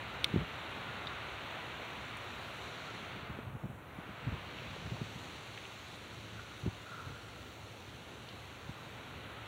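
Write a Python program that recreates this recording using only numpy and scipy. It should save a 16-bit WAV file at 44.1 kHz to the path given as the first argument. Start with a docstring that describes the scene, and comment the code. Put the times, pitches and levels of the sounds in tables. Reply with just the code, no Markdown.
"""Woodland wind at a hand-held camera

Wind rushes through dry trees over a far rumble and a faint hum; now and then a hoarse tone swells
and fades in the distance. Leaves hiss and the dry litter ticks. Close by, the grip rubs, taps and bumps
the camera's housing, exciting its low modes, and small hard contacts ring the plastic.
For about a second a cupped hand puts the microphone in its acoustic shadow."""
import sys
import numpy as np
from scipy import signal
from scipy.fft import rfft, irfft
from scipy.io import wavfile
from scipy.ndimage import uniform_filter1d

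SR = 44100
rng = np.random.default_rng(int(sys.argv[2]) if len(sys.argv) > 2 else 0)


def log_audio(samples):
    """Write samples as a 16-bit WAV file to the path given in sys.argv[1]."""
    # one column per channel
    frames = np.atleast_2d(samples).T
    # limit to full scale, then quantise
    limited = np.clip(frames, -1, 1)
    pcm = np.round(limited * 32767).astype(np.int16)
    wavfile.write(sys.argv[1], SR, pcm)


N = 417627
TIME = np.arange(N) / SR
HZ = np.fft.rfftfreq(N, 1 / SR)


def gain_of(db):
    """Amplitude ratio of a level in decibels."""
    return 10 ** (np.asarray(db) / 20)


def unit_rms(x):
    """Normalisation to an rms of 1."""
    return x / np.sqrt(np.mean(x ** 2) + 1e-20)


def unit_band_rms(x, low_hz, high_hz):
    """Normalisation to an rms of 1 within one band."""
    return x / np.std(irfft(rfft(x) * (HZ > low_hz) * (HZ < high_hz), N))


def level_at(spectrum, hz):
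    """Interpolation of a spectrum's level on a logarithmic frequency axis."""
    f, db = np.transpose(spectrum)
    return np.interp(np.log(hz + 1), np.log(f + 1), db)


def envelope(levels):
    """Amplitude at every sample, by linear interpolation in decibels."""
    t, db = np.transpose(levels)
    return gain_of(np.interp(TIME, t, db))


def add(mix, start_s, sound):
    """Superposition of a sound on the mix."""
    part = mix[round(start_s * SR):][:len(sound)]
    part += sound[:len(part)]


def drift(rate_hz):
    """Random fluctuation of rms 1: white noise through a Gaussian low-pass."""
    return unit_rms(irfft(rfft(rng.standard_normal(N)) * np.exp(-(HZ / rate_hz) ** 2), N))


def noise(spectrum, patchy_db):
    """Coloured noise of rms 1, randomly modulated in patches of time and frequency."""
    hz, _, bins = signal.stft(rng.standard_normal(N), SR, nperseg=2048, noverlap=1536)
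    patches = uniform_filter1d(rng.standard_normal(bins.shape), size=24, axis=0)
    patches = unit_rms(uniform_filter1d(patches, size=12, axis=1))
    bins = bins * gain_of(level_at(spectrum, hz)[:, None] + patchy_db * patches)
    return unit_rms(signal.istft(bins, SR, nperseg=2048, noverlap=1536)[1][:N])


def rumble(rumble_db=-52.5, hum_db=-61.5, hum_hz=108.8, waver_hz=1.8, throb_db=3.0):
    """Far low noise with a hum that wavers by random frequency and amplitude modulation."""
    # spectrum of the rumble: f/Hz, relative density level/dB
    spectrum = [(22, -42), (36, -44.5), (50, -37), (64, 2), (90, -1.5), (125, 1.5), (180, -5.5), (280, -6),
                (450, -7), (800, -11), (1500, -14), (3000, -49)]
    cycles = np.cumsum(hum_hz + waver_hz * drift(rate_hz=7)) / SR
    hum = unit_rms(np.sin(2 * np.pi * cycles) * gain_of(throb_db * drift(rate_hz=3.8)))
    return gain_of(rumble_db) * noise(spectrum, patchy_db=1.17) + gain_of(hum_db) * hum


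def far_tone(core_hz=125, skirt_hz=380, skirt_db=-4, rise_s=0.1, fade_db_per_s=27.5):
    """A hoarse resonance: narrow-band noise with a wider skirt rises, then decays exponentially."""
    # swells of the tone: onset t/s, level/dB, centre f/Hz
    swells = [(.82, -53.5, 1397), (2.78, -56.5, 1397), (6.29, -58, 1424), (6.82, -49.5, 1367)]
    core = drift(core_hz) + 1j * drift(core_hz)
    skirt = gain_of(skirt_db) * (drift(skirt_hz) + 1j * drift(skirt_hz))
    out = np.zeros(N)
    for start, db, hz in swells:
        tone = ((core + skirt) * np.exp(2j * np.pi * hz * TIME)).real
        rise = np.clip((TIME - start) / rise_s, 0, 1)
        fade_db = fade_db_per_s * np.maximum(TIME - start - rise_s, 0)
        out += rise * gain_of(db - fade_db) * unit_rms(tone)
    return out


def leaves(ticks_per_s=350, tick_share=0.56, spread_db=1.5, gain_db=1):
    """Dry foliage stirs: a fine hiss plus shot noise, tiny random impulses of the same colour."""
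    # spectrum of the rustle: f/Hz, relative density level/dB
    spectrum = [(900, -12), (1800, 10), (2750, 13.5), (3250, 11), (3900, 12), (4450, 7.5), (4950, -5),
                (5400, -0.5), (5900, 3.5), (7300, -0.5), (8600, -7.5), (10300, -9.5), (13000, -20)]
    # stirring of leaves and needles: t/s, relative band level/dB
    levels = np.vstack([[(0.5, -72.5), (1.68, -71), (2.9, -67.5)], [(4.65, -67), (5.03, -67.5), (5.21, -67),
              (8.86, -71.5), (9.35, -74.5)]])
    sizes = gain_of(spread_db * np.minimum(rng.exponential(1, N), 5)) * rng.choice([-1, 1], N)
    impulses = sizes * (rng.random(N) < ticks_per_s / SR)
    ticks = irfft(rfft(impulses) * gain_of(level_at(spectrum, HZ)), N)
    rustle = noise(spectrum, patchy_db=1.2) + tick_share * unit_rms(ticks)
    return unit_band_rms(rustle, 5500, 8000) * envelope(levels) * gain_of(gain_db)


def wind():
    """Broadband noise of wind in the tree tops, slowly dying down and reviving near the end."""
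    # spectrum of the rush: f/Hz, relative density level/dB
    spectrum = [(150, -3.5), (400, -3.5), (650, -0.5), (1100, 0.5), (1380, 2), (1700, -2), (2300, -1),
                (2850, -3), (3200, -5.5), (3900, -6.5), (4450, -18.5), (4900, -32), (5900, -33.5),
                (9000, -42.5)]
    # strength of the wind: t/s, band level/dB
    levels = np.vstack([[(0.5, -51.5), (1.2, -51), (2.8, -54)], [(4.3, -55.5), (6.19, -62), (6.63, -61.5),
              (7.55, -66), (9.4, -57)]])
    rush = noise(spectrum, patchy_db=0.58)
    return unit_band_rms(rush, 600, 1200) * envelope(levels)


def ticks_and_taps():
    """Noise bursts excite damped resonances: sharp ticks in the litter, duller taps on the housing."""
    # ticks and taps: t/s, peak level/dB, f/Hz, burst decay time/s, bandwidth per stage over f
    events = [(1.07, -31, 3650, .003, 0.19), (1.076, -39.5, 3920, .003, 0.17),
              (2.17, -48, 8500, 0.0034, 0.54), (3.6352, -38, 796, .002, .6),
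              (4.586, -37, 2960, .0018, 0.29), (4.763, -40, 600, 0.0018, 0.54),
              (4.9, -39.5, 2850, 0.0042, 0.36), (4.965, -38.5, 850, .002, 0.67),
              (5.576, -33, 2600, 0.0033, 0.5), (5.652, -39, 2800, .0033, .4),
              (6.393, -38.5, 1380, 0.0027, 0.34), (6.59, -62, 10430, .025, .3),
              (8.287, -39.5, 3500, 0.0053, 0.38)]
    out, t = np.zeros(N), TIME[:SR // 10]
    for start, db, hz, decay, width in events:
        burst = rng.standard_normal(len(t)) * np.exp(-t / decay)
        pole = np.exp((2j - width) * np.pi * hz / SR)
        first_stage = signal.lfilter([1], [1, -pole], burst)
        ring = signal.lfilter([1], [1, -pole], first_stage).real
        add(out, start, gain_of(db) * ring / abs(ring).max())
    return out


def hand_shadow(x, arrives_s=3.54, leaves_s=3.78, corner_hz=1430, steepness=2.74, leak_db=-22):
    """Acoustic shadow: a cupped hand blocks short waves; its cavity resonates lower as it closes."""
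    close_octaves_per_s, open_octaves_per_s = 4.1, 2.5
    cavity_db, cavity_ratio, cavity_octaves = 1, 0.56, 0.89
    cover_db, cover_octaves = -4.5, 0.55
    hz, t, bins = signal.stft(x, SR, nperseg=512, noverlap=384)
    # the corner lies higher the farther away the hand is
    lift_octaves = close_octaves_per_s * np.maximum(arrives_s - t, 0)
    lift_octaves += open_octaves_per_s * np.maximum(t - leaves_s, 0)
    ratio = (hz[:, None] + 1) / (corner_hz * 2 ** lift_octaves)
    low_pass = np.hypot((1 + ratio ** steepness) ** -0.5, gain_of(leak_db))
    cavity = gain_of(cavity_db * np.exp(-(np.log2(ratio / cavity_ratio) / cavity_octaves) ** 2))
    cover = gain_of(cover_db * np.exp(-lift_octaves / cover_octaves))  # up close, all bands drop
    return signal.istft(bins * low_pass * cavity * cover, SR, nperseg=512, noverlap=384)[1][:N]


def floor_and_rubbing(floor_db=-63.5, flutter_db=3):
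    """A constant low background noise, with friction noise that swells as the grip shifts."""
    # spectrum of both noises: f/Hz, relative density level/dB
    spectrum = [(35, -15), (70, 2), (120, 1), (200, -4), (300, -11), (520, -18), (2000, -60)]
    # shifts of the grip: centre t/s, level/dB, half length/s
    shifts = [(.28, -44.5, 0.069), (0.402, -41, 0.045), (3.42, -52.5, 0.5), (4.314, -48, 0.076),
              (4.88, -51, .33), (6.367, -52, 0.046), (7.103, -51, .05)]
    effort = sum(gain_of(db) * np.exp(-((TIME - centre) / half) ** 2) for centre, db, half in shifts)
    low_noise = noise(spectrum, patchy_db=1)
    flutter = unit_rms(gain_of(flutter_db * drift(rate_hz=12)))
    return low_noise * np.hypot(effort, gain_of(floor_db)) * flutter


def knock(rub, hz, rise_cycles, sag_share=0.19, rub_share=0.3, press_s=0.0014):
    """Damped oscillation of two housing modes, sinking in pitch while the skin rubs."""
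    upper_ratio, upper_db, reference_hz, db_per_octave = 1.86, -4.5, 202, 8
    t = TIME[:len(rub)]
    age = t * hz / rise_cycles  # 1 at the envelope's peak
    phase = 2 * np.pi * np.cumsum(hz * (1 + sag_share * (np.exp(-age / 2) - 0.5))) / SR
    upper = gain_of(upper_db + db_per_octave * np.log2(hz / reference_hz)) * np.sin(upper_ratio * phase)
    press = 1 - np.exp(-(t / press_s) ** 2)  # soft skin takes a moment to press home
    return press * age * np.exp(1 - age) * (np.sin(phase) + upper + rub_share * rub)


def grip_bumps(recoil_delay_s=0.01508, recoil_hz=98):
    """Soft impacts: the grip knocks the housing, and the camera recoils in one short low swing."""
    # bumps of the grip: t/s, level/dB, f/Hz, recoil level relative to the knock/dB
    bumps = [(0.337, -24.5, 170, -11), (.357, -22.5, 205, -2), (3.227, -43.5, 140, -2),
             (3.297, -34.5, 150, -3), (3.386, -36.5, 248, -6), (3.467, -35, 109, -10),
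             (3.547, -35, 142, -6), (3.636, -32, 131, -9), (3.653, -35, 186, -9), (3.693, -37, 118, -8),
             (3.983, -37, 176, -16), (4.087, -42, 183, 1), (4.269, -28.5, 125, -5), (4.32, -34, 90, -4),
             (4.855, -36, 116, -12), (4.915, -31.5, 114, -13), (5.011, -31, 128, -7.5),
             (5.155, -40, 125, -7), (6.632, -33, 115, -2), (6.659, -26.5, 189, 2), (7.066, -38, 105, -4),
             (8.689, -39.5, 143, -5)]
    # spectrum of rubbing skin: f/Hz, relative density level/dB
    spectrum = [(30, -5), (65, -9), (150, -4), (260, -8.5), (390, -12.5), (520, -19.5), (900, -22),
                (2000, -60)]
    out, rubbing = np.zeros(N), noise(spectrum, patchy_db=3.5)
    for start, db, hz, recoil_db in bumps:
        rub = rubbing[round(start * SR):][:SR // 6]
        add(out, start, gain_of(db) * knock(rub, hz, rise_cycles=0.64))
        recoil = knock(rub[::-1], recoil_hz, rise_cycles=0.4)
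        add(out, start + recoil_delay_s, gain_of(db + recoil_db) * recoil)
    return out


def camera_clicks(contact_s=0.000233, crack_share=0.146, crack_decay_s=0.0009):
    """Hard impacts: each contact cracks, and the plastic's modes ring in free decay."""
    # contacts in the camera: t/s, level/dB
    contacts = [(0.2417, -33), (0.2435, -16), (0.2476, -31)]
    # modes of the plastic: f/Hz, relative level/dB, T60/s
    modes = [(2170, -6.5, 0.0109), (2550, -8, 0.013), (3040, -1, 0.0076), (3580, 1, 0.013),
             (4067, -5, 0.011), (4560, -11.5, 0.014), (5400, -21, .016), (5970, -14, 0.0091),
             (7800, -22, 0.0093), (8800, -15.5, 0.0069), (9800, -17, 0.0065), (11900, -31.5, 0.0028),
             (15000, -28, .004)]
    out, t = np.zeros(N), TIME[:SR // 20]
    # neighbouring modes swing in opposite directions
    ring = sum((-1) ** k * gain_of(db - 60 * t / t60) * np.sin(2 * np.pi * hz * t)
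               for k, (hz, db, t60) in enumerate(modes))
    ring *= 1 - np.exp(-t / contact_s)
    for start, db in contacts:
        crack = crack_share * rng.standard_normal(len(t)) * np.exp(-t / crack_decay_s)
        add(out, start, gain_of(db) * (ring + crack))
    return out


def scene():
    """The hand shades the surroundings, the ticks and the taps; the low floor, the grip's rubbing and bumps,
    and the clicks bypass it."""
    airborne = wind() + leaves() + rumble() + far_tone() + ticks_and_taps()
    return (hand_shadow(airborne) + floor_and_rubbing() + grip_bumps() + camera_clicks())[None]


def record(dry, hiss_db=-70, low_cut_hz=52, high_cut_hz=15800):
    """The microphone adds self-noise; a steep wind filter and a low-pass limit the bandwidth."""
    # spectrum of the self-noise: f/Hz, relative density level/dB
    spectrum = [(100, -1), (4400, -7), (5000, -14), (5600, 0), (7000, 2), (10000, 1), (13000, 0),
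                (15600, 2.5)]
    noisy = dry + gain_of(hiss_db) * noise(spectrum, patchy_db=2.4)
    high_passed = irfft(rfft(noisy) / np.sqrt(1 + (low_cut_hz / (HZ + 1)) ** 10), N)
    low_pass = signal.firwin(511, high_cut_hz, window=("kaiser", 9), fs=SR)
    return signal.oaconvolve(high_passed, low_pass[None], "same")


dry = scene()
out = record(dry)
log_audio(out)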